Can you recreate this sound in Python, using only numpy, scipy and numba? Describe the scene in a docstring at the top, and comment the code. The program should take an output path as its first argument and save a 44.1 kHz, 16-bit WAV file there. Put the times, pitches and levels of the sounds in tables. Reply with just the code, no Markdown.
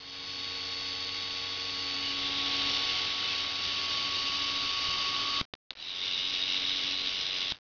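"""A small geared DC motor turns a telescope's focus knob, worked from a push-button box in a small room.
It runs forward, its 12-tooth pinion whining and rattling in the gearbox. The microphone moves in, with
soft knocks; late in the run the coupling rubs. At 5.4 s the motor stops; gears and a button click.
From 5.7 s it runs back, chafing and squealing once a turn, and stops with a click at 7.5 s.
A pocket camera takes the sound in mono, 8 bits at 11025 Hz."""
import sys
import numpy as np
from scipy import signal
from scipy.fft import rfft, irfft, next_fast_len
from scipy.io import wavfile
from numba import njit

SR = 44100
rng = np.random.default_rng(int(sys.argv[2]) if len(sys.argv) > 2 else 0)


def file_out(sig):
    """Save sig as 16-bit WAV at sys.argv[1]."""
    # one column per channel
    cols = np.atleast_2d(sig).T
    # limit, then scale
    lim = np.clip(cols, -1, 1)
    pcm = np.round(lim * 32767).astype(np.int16)
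    wavfile.write(sys.argv[1], SR, pcm)


N = 336483
T = np.arange(N) / SR
TEETH, COMMUTATOR_BARS = 12, 3
# levels/dB: afar, beside the motor, at the coupling, running back
RATTLE_DB, MESH_DB = (-36.5, -31, -31.5, -34.5), (-52.5, -46.3, -47.5, -56)
# housing resonances: f/Hz, width/Hz, relative level/dB (afar, beside, coupling, back)
HOUSING_MODES = [(2051, 220, -11, -13, -16, -26), (2260, 240, -11, -11.5, -12, -12.5),
                 (2730, 200, -6.5, -6.5, -6, -8.5), (2992, 280, -7, -4, -2, -7),
                 (3490, 260, -6, -4, -7.5, -6), (3739, 220, -4, -4.5, -2, -5),
                 (3956, 240, -14, -5, -10, -6.5), (4580, 220, -1.5, -8, -3, -30),
                 (4770, 200, -8, -11, -5, -7.5), (4985, 160, -5, -6, -5, -11),
                 (5162, 220, -2, -8.5, -7, -11.5), (5472, 280, -11, -4, -5.5, -5.5)]
# weak shaft harmonics: order, level/dB re rattle (afar, beside, coupling, back)
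SHAFT_HARMONICS = [dict(order=1, db=(-21.5, -27.5, -27, -37)), dict(order=4, db=(-38.5, -31, -30.5, -34.5)),
                   dict(order=5, db=(-20, -26, -36.5, -30)), dict(order=8, db=(-32, -25, -34, -44.5)),
                   dict(order=9, db=(-24.5, -26, -34.5, -33.5)),
                   dict(order=10, db=(-32, -29, -31.5, -38.5)),
                   dict(order=14, db=(-30.5, -28.5, -28.5, -38)),
                   dict(order=15, db=(-39, -28, -27.5, -41.5)),
                   dict(order=16, db=(-27, -35.5, -38.5, -39.5)), dict(order=23, db=(-32, -25, -29.5, -25)),
                   dict(order=24, db=(-31, -24.5, -27.5, -23)), dict(order=35, db=(-31, -35.5, -31.5, -23)),
                   dict(order=36, db=(-12.5, -15, -20, -43.5)), dict(order=37, db=(-24.5, -32, -26, -20)),
                   dict(order=38, db=(-19.5, -19, -24.5, -22)),
                   dict(order=40, db=(-14.5, -23.5, -27, -23.5)),
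                   dict(order=41, db=(-17.5, -23.5, -25, -26)), dict(order=44, db=(-21.5, -19.5, -29, -24)),
                   dict(order=46, db=(-23, -28, -34, -40)), dict(order=49, db=(-19.5, -22, -32, -34)),
                   dict(order=60, db=(-31.5, -15.5, -11, -27))]
# slow wheels pressing on the teeth: turns per shaft turn, depth/dB
SLOW_WHEELS = [(.1485, .55), (.548, .45)]


def from_db(db):
    """Decibels to gain."""
    return 10 ** (np.asarray(db) / 20)


def rms_one(x):
    """Scale to rms 1."""
    return x / np.sqrt(np.mean(x ** 2) + 1e-20)


def in_time(rows):
    """Each column of a breakpoint table at every sample."""
    times_s, *columns = np.transpose(rows)
    return [np.interp(T, times_s, column) for column in columns]


def low_pass(x, hz):
    """Second-order Butterworth."""
    return signal.sosfilt(signal.butter(2, min(hz, SR / 3), fs=SR, output="sos"), x + 1e-18)


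def drift(hz):
    """Slow noise up to about hz; rms 1."""
    step = 20
    slow = low_pass(rng.standard_normal((N + SR) // step + 2), hz * step)[SR // step:]
    return rms_one(np.interp(T, np.arange(len(slow)) * step / SR, slow))


def dying(start_s, tau_s):
    """1 until start_s, then exponential decay."""
    return np.exp(-np.maximum(T - start_s, 0) / tau_s)


def swell(centre_s, half_width_s):
    """Gaussian bump, peak 1."""
    return np.exp(-((T - centre_s) / half_width_s) ** 2)


@njit
def resonance(x, hz, width_hz):
    """Two-pole band-pass, peak gain 1, moving centre."""
    r, y = np.exp(-np.pi * width_hz / SR), np.zeros(len(x))
    for i in range(2, len(x)):
        drive = (x[i] - x[i - 2]) * (1 - r * r) / 2
        y[i] = drive + 2 * r * np.cos(2 * np.pi * hz[i] / SR) * y[i - 1] - r * r * y[i - 2]
    return y


def heard_from(place, levels_db):
    """Each partial radiates its own way: level/dB along the microphone's path."""
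    return np.interp(place, np.arange(len(levels_db)), levels_db)


def shaft(full_hz, on_s, off_s, flutter, coast_db, coast_s):
    """Run-up from rest and coast-down: shaft turns, and a gate for the sound."""
    run_up = 1 - dying(on_s, tau_s=.051)
    creep_hz = .143 * (T - on_s)   # the grease loosens
    lag_hz = .7 * dying(on_s, tau_s=.35)
    speed_hz = full_hz * run_up + creep_hz - lag_hz
    turns = np.cumsum(speed_hz * (1 + flutter * drift(12))) / SR
    coasting = from_db(coast_db) * dying(off_s, coast_s)
    return turns, low_pass((T >= on_s) * np.where(T < off_s, 1, coasting), 300)


def gear_effort_db(start_s, depth_db, rise_s, waver_db):
    """The gears grow loud, then waver with the load."""
    return -depth_db * dying(start_s, rise_s) + waver_db * drift(5.6)


def tooth_forces(turns, chafe_db, scatter, slide_db, mesh_depth, uneven_db):
    """One force per housing mode: teeth land unevenly, then slide; an off-centre wheel chafes each turn."""
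    angle = 2 * np.pi * turns
    lands = np.diff(np.floor(TEETH * turns), prepend=0) > 0
    grip = 1 + mesh_depth * np.cos(TEETH * angle)
    chafe = np.cos(angle) + .5 * np.cos(2 * angle) + .15 * np.cos(TEETH / 2 * angle)
    wheels_db = sum(db * np.cos(ratio * angle) for ratio, db in SLOW_WHEELS)
    pressure = from_db(chafe_db * chafe + uneven_db * drift(70) + wheels_db)
    for _ in HOUSING_MODES:
        impacts = rms_one(lands * rng.choice([-1, 1], N) * (1 + scatter * rng.standard_normal(N)))
        sliding = from_db(slide_db) * grip * rng.standard_normal(N)
        yield (impacts + sliding) * pressure


def gearbox(forces, levels_db):
    """The housing rings in modes that wander in pitch and level; rms 1."""
    modes = [resonance(force, hz * (1 + .01 * drift(5)), float(width_hz)) * from_db(db + .5 * drift(9))
             for force, (hz, width_hz, *_), db in zip(forces, HOUSING_MODES, levels_db)]
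    return rms_one(sum(modes))


def tube_vibration():
    """Dull noise of the tube that carries the motor; rms 1."""
    # tube spectrum: f/Hz, relative density/dB
    spectrum = [(25, -2), (60, -2.5), (160, -2.5), (400, -2), (700, -3), (1000, -6), (1350, -2),
                (1900, -2.5), (3000, -11), (6000, -22)]
    hz, level_db = np.transpose(spectrum)
    size = next_fast_len(N)
    bins_hz = np.maximum(np.arange(size // 2 + 1) * SR / size, 1)
    gain = from_db(np.interp(np.log(bins_hz), np.log(hz), level_db))
    return rms_one(irfft(rfft(rng.standard_normal(N), size) * gain, size)[:N])


def tone(turns, order, rms_db):
    """One shaft harmonic, random phase."""
    return np.sqrt(2) * from_db(rms_db) * np.sin(2 * np.pi * (order * turns + rng.random()))


def weak_harmonics(turns, on_s, rattle_db, levels_db, play_turns):
    """Starting torque lifts the harmonics at first; bearing play blurs the high ones most."""
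    loaded_db = rattle_db + 6 * dying(on_s, tau_s=.12)
    shaken = turns + play_turns * drift(60)
    return sum(tone(shaken, row["order"], loaded_db + db) for row, db in zip(SHAFT_HARMONICS, levels_db))


def forward_mesh(turns, mesh_db):
    """Mesh tone, throbbing with a slow wheel; in two steps the coupling rubs it louder and rougher."""
    rub_db = 4 * (1 - dying(3.74, tau_s=.06)) + 2.3 * (1 - dying(4.72, tau_s=.06))
    throb = .13 * np.cos(2 * np.pi * SLOW_WHEELS[0][0] * turns)
    mesh = tone(turns + .0022 * drift(40), TEETH, mesh_db + rub_db)
    roughness = from_db(rub_db - 18) * drift(90)
    sideband = tone(turns, TEETH + 1, mesh_db + 2 * rub_db - 17)   # the rub comes once a turn
    return mesh * (1 + throb + roughness) + sideband


def ringing_band(hz, width_hz=170):
    """Noise keeps a narrow, steep-sided resonance ringing; rms 1."""
    centre_hz, width_hz = hz * np.ones(N), float(width_hz)
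    band = resonance(rng.standard_normal(N), centre_hz, width_hz)
    return rms_one(resonance(band, centre_hz, width_hz))


def motor_forward():
    """The teeth mesh evenly and whine on their fourth harmonic. Returns noise, tones."""
    # microphone path: t/s, place (0 afar, 1 beside the motor, 2 at the coupling)
    path = [(0, 0.01), (1.2, 0.05), (1.7, 0.23), (2.05, 0.55), (2.45, 1.0), (3.0, 1.1), (3.5, 1.4),
            (3.9, 2.0), (5.4, 2.2)]
    # commutator hum: t/s, level/dB
    hum_curve = [(0.1, -62), (0.39, -57), (1.58, -59), (1.95, -50.5), (2.64, -47), (3.07, -61.5),
                 (4.6, -53), (4.82, -59.5), (5.38, -54.5)]
    # mesh whine: t/s, level/dB
    whine_curve = [(0.02, -51.5), (0.14, -49), (0.35, -44.3), (0.72, -40.6), (1.0, -42), (1.58, -42.6),
                   (1.95, -38.2), (2.4, -47), (2.66, -39.3), (2.95, -40), (3.15, -44), (3.75, -44.5),
                   (4.03, -40.7), (4.3, -44.3), (5.3, -42.7)]
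    # gear noise surges and dips as the microphone moves in: t/s, half-width/s, gain/dB
    surges = [(2.62, .3, 1.1), (3.15, .08, -1.5), (3.55, .18, -1.1)]
    # brief narrow-band swells of ringing in the gear noise: t/s, half-width/s, f/Hz, level/dB
    ring_swells = [(1.999, .11, 4560, -42), (2.065, .08, 2907, -41.5), (2.331, .15, 3790, -42),
                   (2.601, .18, 3580, -42.5), (2.62, .15, 5500, -45.5), (3.299, .06, 2636, -43.5),
                   (3.299, 0.14, 4410, -44), (5.3, .25, 1203, -48)]
    on_s, off_s = -.19, 5.414
    (place,), (hum_db,), (whine_db,) = in_time(path), in_time(hum_curve), in_time(whine_curve)
    turns, gate = shaft(92.6, on_s, off_s, flutter=.0004, coast_db=-35, coast_s=.01)
    effort_db = gear_effort_db(on_s, depth_db=30.5, rise_s=.21, waver_db=.2)
    effort_db += sum(db * swell(at_s, width_s) for at_s, width_s, db in surges)
    rattle_db = effort_db + heard_from(place, RATTLE_DB[:-1])

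    chafe_db = heard_from(place, (1.5, .8, .65))
    forces = tooth_forces(turns, chafe_db, scatter=.22, slide_db=-1, mesh_depth=.35, uneven_db=.45)
    modes_db = [heard_from(place, row[2:-1]) for row in HOUSING_MODES]
    noise = from_db(rattle_db) * gearbox(forces, modes_db)
    for at_s, width_s, hz, db in ring_swells:
        noise += from_db(db) * swell(at_s, width_s) * ringing_band(hz)
    noise += from_db(rattle_db - 15) * tube_vibration()

    harmonics_db = (heard_from(place, row["db"][:-1]) for row in SHAFT_HARMONICS)
    tones = weak_harmonics(turns, on_s, rattle_db, harmonics_db, play_turns=.0012)
    tones += tone(turns, COMMUTATOR_BARS, hum_db + .5)
    tones += forward_mesh(turns, effort_db + heard_from(place, MESH_DB[:-1]))
    jitter_turns = .0003 * place ** 2 * drift(60)
    tones += tone(turns + jitter_turns, 4 * TEETH, whine_db) * (1 + .03 * drift(25))
    return gate * noise, gate * tones


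def ring(hz, crest_s):
    """A struck mode: swells to 1 at crest_s, then dies quickly."""
    t = T[:SR // 20]
    return t / crest_s * np.exp(1 - t / crest_s) * np.cos(2 * np.pi * hz * (t - crest_s))


def knocks():
    """Dull, damped bumps that reach the microphone as it moves in."""
    # bumps: t/s, f/Hz, level/dB, rise/s
    bumps = [(2.953, 1250, -34, .0005), (2.992, 1440, -37.5, .001), (3.228, 1420, -34, 0.0011),
             (3.445, 1200, -31.5, .0005), (3.661, 1450, -33, .0004), (3.671, 90, -42, 0.0018),
             (4.886, 95, -36, 0.0028)]
    out = np.zeros(N)
    for at_s, hz, db, crest_s in bumps:
        blow, start = from_db(db) * ring(hz, crest_s), round(at_s * SR)
        out[start:start + len(blow)] += blow
    return out


def clicks():
    """Hard contacts: a bright ring, a plastic knock and a soft thump of the mount."""
    # gears taking up play, and a button: t/s, ring f/Hz, ring/dB, knock/dB, thump/dB
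    contacts = [(5.4124, 3500, -35, -16.5, -53), (5.4132, 3450, -20.5, -51, -26.5),
                (5.537, 3400, -26, -37, -71.5), (5.5374, 3400, -36, -20.5, -54.5),
                (5.539, 3750, -28, -50, -66.5), (5.5401, 3600, -33.5, -34.5, -66.5),
                (5.7065, 3860, -19.5, -49.5, -72), (5.7079, 2900, -33, -50, -76),
                (5.7105, 3500, -42, -34, -76), (7.5182, 3700, -29, -50, -70),
                (7.5204, 3500, -32, -22.5, -32), (7.5216, 3600, -20, -38, -60)]
    # modes of the ring: frequency ratio, relative level/dB, rise/s
    modes = [(.46, -11, .00016), (.8, -9, .0002), (1, 0, .0003), (1.4, -13, .00012)]
    out = np.zeros(N)
    for at_s, hz, ring_db, knock_db, thump_db in contacts:
        bright = sum(from_db(ring_db + db) * ring(hz * ratio, crest_s) for ratio, db, crest_s in modes)
        knock = from_db(knock_db) * ring(hz=1110, crest_s=.000071)
        thump = from_db(thump_db) * ring(hz=45, crest_s=.0009)
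        start = round(at_s * SR)
        out[start:start + len(bright)] += bright + knock - thump
    return out


def motor_back():
    """The other flanks bear: once-a-turn chafe and squeal, third-harmonic whine. Returns noise, tones."""
    # commutator hum: t/s, level/dB
    hum_curve = [(5.8, -86), (5.874, -73), (6.376, -56), (7.078, -53), (7.12, -69.5), (7.5, -64.5)]
    # upper flank squeal: t/s, f/Hz, level/dB
    upper_curve = [(5.74, 3900, -66.5), (5.82, 3880, -46.5), (5.89, 3780, -42), (5.95, 3684, -43),
                   (6.04, 3720, -40), (6.14, 3715, -36), (6.32, 3740, -42), (6.43, 3763, -36.5),
                   (6.5, 3780, -38.5), (6.57, 3760, -40), (6.7, 3804, -37.5), (6.86, 3855, -40),
                   (7.03, 4053, -39), (7.12, 3910, -48.5), (7.4, 3646, -42.5)]
    # lower flank squeal: t/s, level/dB
    lower_curve = [(5.74, -72), (5.82, -54), (6.02, -49), (6.16, -43.5), (6.43, -45), (6.5, -41.5),
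                   (6.57, -50), (6.86, -47), (7.03, -52), (7.4, -52)]
    # whines during spin-up: mesh harmonic, t/s, half-width/s, level/dB at full effort
    spin_up_whines = [(3, 5.82, .03, -44), (4, 5.825, .02, -40), (5, 5.82, .036, -37)]
    on_s, off_s, backlash_s = 5.712, 7.522, .034
    (hum_db,), (lower_db,) = in_time(hum_curve), in_time(lower_curve)
    upper_hz, upper_db = in_time(upper_curve)
    turns, gate = shaft(92.72, on_s, off_s, flutter=.0008, coast_db=-18.5, coast_s=.1)
    effort_db = gear_effort_db(on_s + backlash_s, depth_db=23.5, rise_s=.13, waver_db=.56)
    rattle_db = effort_db + RATTLE_DB[-1]

    forces = tooth_forces(turns, chafe_db=2.5, scatter=.15, slide_db=4, mesh_depth=.45, uneven_db=.4)
    noise = from_db(rattle_db) * gearbox(forces, [row[-1] for row in HOUSING_MODES])
    squeals = from_db(upper_db) * ringing_band(upper_hz, width_hz=270)
    squeals += from_db(lower_db) * ringing_band(hz=2900)
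    noise += squeals * (1 + .6 * np.cos(2 * np.pi * turns))
    noise += from_db(rattle_db - 14) * tube_vibration()

    harmonics_db = (row["db"][-1] for row in SHAFT_HARMONICS)
    tones = weak_harmonics(turns, on_s, rattle_db, harmonics_db, play_turns=.0017)
    tones += tone(turns, COMMUTATOR_BARS, hum_db + .5)
    tones += tone(turns, TEETH, effort_db + MESH_DB[-1]) * (1 + .17 * drift(70))
    for harmonic, at_s, width_s, db in spin_up_whines:
        whine = tone(turns + .0027 * drift(60), harmonic * TEETH, effort_db + db)
        tones += swell(at_s, width_s) * whine * (1 + .4 * drift(70))
    tones += tone(turns, 3 * TEETH, effort_db - 47.5) * (1 + .22 * drift(25))
    return gate * noise, gate * tones


def room(x, tail_db=-17, t60_s=.2):
    """Adds the short diffuse tail of a carpeted room."""
    t = T[:SR // 2]
    tail = rng.standard_normal(len(t)) * np.exp(-np.log(1000) * t / t60_s) * (t > .003)
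    return x + from_db(tail_db) * signal.fftconvolve(x, tail / np.linalg.norm(tail))[:N]


def scene():
    """Both runs, knocks and clicks at one microphone; the tones stay dry."""
    forward_noise, forward_tones = motor_forward()
    back_noise, back_tones = motor_back()
    mono = room(forward_noise + knocks() + clicks() + back_noise) + forward_tones + back_tones
    return np.array([mono, mono])


def record(dry):
    """8 bits at SR/4: faint tails crumble into ticks, then silence; high lines mirror about 5.5 kHz."""
    decimation, levels_per_unit, cutoff_hz = 4, 128, 7200
    anti_alias = signal.firwin(53, SR / (2 * decimation), window=("kaiser", 6), fs=SR)
    sampled = signal.fftconvolve(dry[0], anti_alias, "same")[::decimation]
    pulses = np.zeros(N)
    pulses[::decimation] = decimation * np.round(sampled * levels_per_unit) / levels_per_unit
    smooth = signal.fftconvolve(pulses, anti_alias, "same")
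    out = signal.sosfilt(signal.ellip(10, .1, 70, cutoff_hz, fs=SR, output="sos"), smooth)
    return np.array([out, out])


dry = scene()
out = record(dry)
file_out(out)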